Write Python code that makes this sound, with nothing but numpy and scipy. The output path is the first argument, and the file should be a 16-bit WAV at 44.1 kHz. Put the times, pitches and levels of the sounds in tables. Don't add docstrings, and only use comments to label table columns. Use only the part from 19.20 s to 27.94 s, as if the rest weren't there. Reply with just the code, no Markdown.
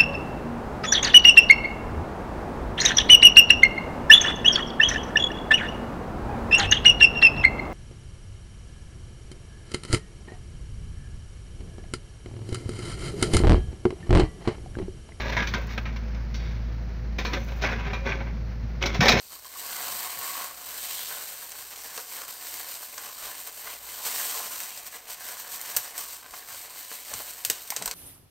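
import sys
import numpy as np
from scipy import signal
from scipy.fft import rfft, irfft
from scipy.io import wavfile

SR = 44100
rng = np.random.default_rng(int(sys.argv[2]) if len(sys.argv) > 2 else 0)


def unload_wav(signal):
    wavfile.write(
        sys.argv[1],
        SR,
        np.round(np.clip(np.atleast_2d(signal).T, -1, 1) * 32767).astype(np.int16),
    )


N = 385434


def undb(db):
    return 10 ** (np.asarray(db) / 20)


def unit(x):
    return x / np.sqrt(np.mean(x ** 2))


def add(out, start_s, x):
    i = int(np.clip(start_s * SR, 0, N - 1))
    out[i:i + len(x)] += x[:N - i]


def colour(x, points):
    size = 4096
    hz, db = np.transpose(points)
    bin_hz = np.arange(size // 2 + 1) * SR / size
    log_gain = np.log(undb(np.interp(np.log(bin_hz + 1), np.log(hz), db)))
    cepstrum = irfft(log_gain)[:size // 2]
    cepstrum[1:] *= 2
    impulse = irfft(np.exp(rfft(cepstrum, size)))
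    return signal.fftconvolve(x, impulse)[:len(x)]


def resonance(x, hz, width_hz):
    return signal.lfilter(*signal.iirpeak(hz, hz / width_hz, fs=SR), x)


def moving_resonance(x, hz, q, block=256):
    out, state = np.zeros(N), np.zeros(2)
    for i in range(0, N, block):
        band = signal.iirpeak(hz[i], q, fs=SR)
        out[i:i + block], state = signal.lfilter(*band, x[i:i + block], zi=state)
    return out


def curves(table):
    time_s, *columns = np.transpose(table)
    return [np.interp(np.arange(N) / SR, time_s, column) for column in columns]


def wander(per_s):
    steps = rng.standard_normal(N // 10)
    return 1.2 * np.interp(np.arange(N) / SR * per_s, np.arange(len(steps)), steps)


def ticks(per_s, spread_db):
    hit = rng.random(N) < per_s / SR
    size = undb(spread_db * np.minimum(rng.exponential(size=N), 5))
    return unit(hit * size * rng.choice([-1, 1], N) / np.sqrt(per_s))


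def burst(t60_s):
    t = np.arange(SR // 2) / SR
    x = rng.standard_normal(len(t)) * np.exp(-np.log(1000) * t / t60_s)
    return x / np.linalg.norm(x)


# frequency_hz, gain_db
ROOM_SPECTRUM = [(20, 1), (45, -7), (100, 2.5), (200, -5), (450, -3), (1000, -17), (3000, -13),
                 (16000, -18)]


def room_tone():
    mains_hz = 60
    hum = unit(np.sin(2 * np.pi * mains_hz * np.arange(N) / SR) * undb(3.6 * wander(5.6)))
    room = unit(colour(rng.standard_normal(N), ROOM_SPECTRUM))
    return undb(-65) * room + undb(-72) * hum


def simmer():
    pops = ticks(per_s=80, spread_db=2.5)
    return undb(-65) * unit(resonance(pops, hz=784, width_hz=630))


# time_s, hiss_db, body_over_hiss_db
FLAKE_TRICKLE = [(0.0, -48.2, -19), (0.6, -47.5, -0.5), (2.4, -45, -9), (3.4, -42, -9.0),
                 (4.5, -46.5, -11.5), (5.85, -50.5, -3), (6.5, -41, -3.5), (7.05, -49.5, -4),
                 (7.6, -43.5, -8.5), (8.2, -42.5, -11.5), (8.74, -45.5, -6)]
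# crest_s, hiss_db, length_s, body_over_hiss_db
WRIST_SHAKES = [(0.13, -46.5, 0.075, -6.5), (0.259, -44, 0.039, -6), (0.387, -39, 0.041, -14),
                (2.401, -40, 0.061, -10), (2.519, -46, 0.031, -3), (2.662, -44.5, 0.12, -5),
                (2.771, -38.5, 0.107, -7.5), (2.946, -40.5, 0.154, -9), (3.093, -39.5, 0.053, -9.5),
                (3.259, -38, 0.1, -10), (3.362, -37, 0.13, -11.0), (3.519, -38, 0.111, -13),
                (3.624, -42, 0.063, -23), (3.847, -45, 0.2, -4.5), (4.043, -38.5, 0.175, -5),
                (4.209, -39.5, 0.097, -11.5), (4.277, -40, 0.039, -3), (4.387, -42.5, 0.113, -13),
                (4.479, -39.5, 0.154, -4.5), (4.735, -39.5, 0.26, -8), (5.58, -44, 0.028, -8),
                (5.671, -38, 0.033, -6), (5.747, -43, 0.084, -5), (5.91, -37.5, 0.074, -6.5),
                (6.072, -38, 0.151, -5.5), (6.196, -39, 0.069, -10), (6.332, -35, 0.085, -25),
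                (6.484, -39.5, 0.13, -18), (6.62, -43, 0.097, -17), (6.801, -36, 0.097, -10),
                (6.91, -39.5, 0.116, -17), (7.162, -41.5, 0.075, -14), (7.334, -41, 0.182, -8.5),
                (7.575, -45.5, 0.15, -17), (7.734, -41.5, 0.092, -19), (7.92, -41, 0.15, -7.5),
                (7.99, -39.1, 0.075, -11), (8.093, -37.9, 0.064, -13.0)]
# start_s, hiss_db, swell_s, hold_s, ebb_s, body_over_hiss_db
PACKET_POURS = [(0.255, -34.5, 0.39, 0.18, 0.19, -7), (0.807, -36.0, 0.26, 0.14, 0.16, -5.0),
                (1.263, -35.5, 0.43, 0.033, 0.84, -11), (4.806, -32, 0.051, 0.23, 0.65, -9.5)]


def flake_flow():
    t = np.arange(N) / SR
    trickle_db, trickle_body_db = curves(FLAKE_TRICKLE)
    hiss_power = undb(trickle_db) ** 2
    body_power = undb(trickle_db + trickle_body_db) ** 2
    for start_s, hiss_db, swell_s, hold_s, ebb_s, body_db in PACKET_POURS:
        corners_s = start_s + np.cumsum([0, swell_s, hold_s, ebb_s])
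        pour = undb(hiss_db) * np.interp(t, corners_s, [0, 1, 1, 0])
        hiss_power += pour ** 2
        body_power += (pour * undb(body_db)) ** 2
    for crest_s, hiss_db, length_s, body_db in WRIST_SHAKES:
        near = np.abs(t - crest_s) < 2 * length_s
        since_s = t[near] - crest_s
        width_s = length_s * np.where(since_s < 0, .4, .6)
        spurt = undb(hiss_db) * np.exp(-(since_s / width_s) ** 2)
        hiss_power[near] += spurt ** 2
        body_power[near] += (spurt * undb(body_db)) ** 2
    return 10 * np.log10(hiss_power), 10 * np.log10(body_power)


# frequency_hz, gain_db
HISS_SPECTRUM = [(900, -17.5), (2000, -6), (3000, -3), (4500, -2.5), (6500, -4), (8000, 0), (13500, -0.5),
                 (16000, -4)]
# frequency_hz, gain_db
BODY_SPECTRUM = [(60, -35.5), (200, -7.5), (370, -13.5), (550, -2), (800, 0.5), (1300, -1.5), (2000, -1),
                 (2800, -2), (5000, -10), (10000, -55)]
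# time_s, pitch_hz, strength_db
SCRAPE_RESONANCE = [(0, 4450, -1), (1.3, 4200, -21), (1.8, 3400, 3.5), (2.2, 4450, -29), (2.6, 5800, -4),
                    (3.4, 4400, -16), (3.9, 5950, -10), (4.1, 2700, -6), (4.45, 2930, -32), (5, 6030, -13),
                    (6.8, 5850, -9.5), (7.7, 3900, -11), (8.74, 4200, -26)]
# time_s, strength_db
MOUTH_RING = [(0, -3), (.6, -13), (1.15, 11), (1.5, -14), (3.4, -22), (3.9, 5), (4.1, -8), (5, -8),
              (6.1, -16), (7, 0), (7.7, -20)]


def flakes():
    flow_db, body_db = flake_flow()
    scrape_hz, scrape_db = curves(SCRAPE_RESONANCE)
    mouth_db, = curves(MOUTH_RING)
    scrapes_per_s = 9000 * undb(.7 * (flow_db - np.mean(flow_db)))
    clumping_db = 0.8 * wander(45) + 1.33 * wander(400)
    hiss = colour(ticks(scrapes_per_s, spread_db=2.5), HISS_SPECTRUM)
    hiss = unit(hiss + undb(scrape_db) * moving_resonance(hiss, scrape_hz, q=4.4))
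    taps = colour(ticks(.25 * scrapes_per_s, spread_db=2.6), BODY_SPECTRUM)
    panel_hz = 1700 * 2 ** (0.28 * wander(11))
    panel = undb(-1.5) * moving_resonance(taps, panel_hz, q=5.6)
    mouth = undb(mouth_db) * resonance(taps, hz=1112, width_hz=59)
    body = undb(body_db - 3 + 1.3 * wander(35)) * unit(taps + panel + mouth)
    return undb(clumping_db) * (undb(flow_db - 1.79) * hiss + body)


# frequency_hz, gain_db
FILM_SPECTRUM = [(300, -39.5), (1000, -4.5), (2500, 2.5), (4200, 2.5), (6000, 0.5), (8000, 2.5), (11000, 1),
                 (14000, -1), (16000, -7)]


def crinkles():
    flow_db, _ = flake_flow()
    clicks = colour(ticks(per_s=110, spread_db=1.8), FILM_SPECTRUM)
    return undb(flow_db - 13.5) * unit(clicks)


# start_s, relative_peak_db, pitch_hz, sharpness_q
CLUMP_PATS = [(.16, -45, 1120, 5), (.252, -38.5, 1100, 4.3), (.355, -36.5, 1100, 5.7),
              (1.198, -36, 1040, 5), (2.778, -26, 870, 0.91), (3.016, -30, 1150, 1.2),
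              (3.628, -33, 1020, 1.5), (3.778, -32, 1400, 0.79), (4.471, -26.5, 1450, 0.87),
              (5.199, -27.5, 895, 1.2), (7.137, -29, 1110, 1), (7.934, -28.5, 1070, 0.96),
              (8.0, -31, 850, 0.71), (8.299, -27.5, 445, 0.78), (8.519, -25.5, 910, 2.7),
              (8.52, -24.5, 2250, 3.7), (8.612, -29, 690, 0.94), (8.66, -28, 880, 0.89),
              (8.676, -27, 880, 0.6)]


def pats():
    out = np.zeros(N)
    for start_s, peak_db, pitch_hz, q in CLUMP_PATS:
        pat = resonance(burst(t60_s=0.064), pitch_hz, pitch_hz / q)
        pat = resonance(pat, pitch_hz, 2 * pitch_hz / q)
        add(out, start_s, undb(peak_db - 5) * pat / np.abs(pat).max())
    return out


# centre_s, level_db, pitch_hz
HAND_KNOCKS = [(.735, -62, 131), (0.979, -63, 120), (4.06, -66, 30), (6.58, -63.5, 80), (7.11, -65, 35.2),
               (7.347, -66, 75), (7.965, -56, 105), (8.301, -60, 113), (8.62, -53.5, 171), (8.681, -56, 45)]


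def handling(length_s=.11):
    out, size = np.zeros(N), int(length_s * SR)
    for centre_s, level_db, pitch_hz in HAND_KNOCKS:
        rumble = resonance(rng.standard_normal(SR), pitch_hz, width_hz=pitch_hz)
        rumble = resonance(rumble, pitch_hz, width_hz=pitch_hz)
        knock = unit(rumble[-size:] * np.hanning(size))
        add(out, centre_s - length_s / 2, undb(level_db) * knock)
    return out


# start_s, relative_level_db, relative_body_db, brightness_db
CREASE_SNAPS = [(.9894, -29, -14, 14), (2.3188, -25, -8, 0), (2.56, -25, -17, -15),
                (2.7774, -19.5, -11, -12), (3.018, -23.5, -7, -14), (3.78, -19.5, 2, -9),
                (5.4033, -17.5, -13, -1), (5.5755, -23, -2, -8), (6.4136, -26.5, -12, 14),
                (6.565, -10.5, 1.5, 9.5), (6.5688, -8.5, -7, 5), (6.7797, -19.5, -2, 7), (7.109, -30, 3, 3),
                (7.7152, -24, 9.5, -13), (7.9149, -24.5, 7, -7), (7.9385, -14, -2, -10),
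                (8.2497, -8.5, -7, 4), (8.2999, -4, -4.5, -0.5), (8.476, -26, -9, -2),
                (8.5038, -11.5, -3, 2), (8.5641, -11.5, -10, -14), (8.569, -14.5, -1, -5),
                (8.6236, -13, -1, -15), (8.6587, -16.5, -19, 8.5), (8.6776, -15, -16, -8),
                (8.7124, -14, -5, -13)]


def creases():
    snaps, body = np.zeros(N), np.zeros(N)
    highpass = signal.butter(2, 10000, "high", fs=SR)
    for start_s, level_db, body_db, brightness_db in CREASE_SNAPS:
        click = 1.92 * burst(t60_s=0.019)
        click[0] += 1.1
        crackle = burst(t60_s=0.13)
        flutter = 0.65 * burst(t60_s=0.21)
        flip = click + crackle + flutter
        treble = signal.filtfilt(*highpass, flip, padtype=None)
        add(snaps, start_s, undb(level_db) * (flip + (undb(brightness_db) - 1) * treble))
        add(body, start_s, undb(level_db + body_db) * flip)
    return undb(2.5) * colour(snaps, FILM_SPECTRUM) + undb(3) * colour(body, BODY_SPECTRUM)


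# pitch_hz, width_hz, over_direct_db
POT_MODES = [(316, 49, 2.5), (453.4, 31, 8), (552, 82, -0.5), (728, 47, 3), (1021, 213, 1.5),
             (1482, 88, -5.5), (1640, 130, -11.5), (1810, 55, -20), (1900, 185, -8), (3030, 105, -7),
             (4300, 830, -5.5), (5940, 430, -8)]
# pitch_hz, width_hz, cancelling_share_db
POT_NOTCHES = [(500, 18, -2), (904, 23, -25), (1897, 66, -5), (3520, 220, -10), (6820, 400, -15)]


def open_pot(x):
    ringing = x + sum(undb(db) * resonance(x, hz, width_hz) for hz, width_hz, db in POT_MODES)
    return ringing - sum(undb(db) * resonance(ringing, hz, width_hz) for hz, width_hz, db in POT_NOTCHES)


def kitchen_echoes(x):
    blend_rad = 2.76 * wander(3)
    echoes = np.zeros(N)
    for share in (np.cos(blend_rad), np.sin(blend_rad)):
        worktop = undb(-13.5) * burst(t60_s=0.039)
        walls = undb(-10.5) * resonance(burst(t60_s=0.51), hz=1160, width_hz=4300)
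        add(echoes, .004, signal.fftconvolve(share * x, worktop + walls))
    return echoes


def scene():
    at_pot = open_pot(flakes() + crinkles() + creases() + pats() + simmer())
    mono = at_pot + kitchen_echoes(at_pot) + room_tone() + handling()
    return np.array([mono, mono])


# frequency_hz, gain_db
PORT_RESPONSE = [(5000, -0.5), (7000, 3), (8700, 4), (9300, 1), (9900, -6.5), (10700, -7.5), (11700, -2.5),
                 (12600, 3.5), (13600, 6.5), (14800, 3.5), (16000, 2)]


def record(dry):
    top_hz = 15750
    heard = np.array([colour(channel, PORT_RESPONSE) for channel in dry])
    return signal.sosfilt(signal.ellip(12, .1, 70, top_hz, fs=SR, output="sos"), heard)


dry = scene()
out = record(dry)
unload_wav(out)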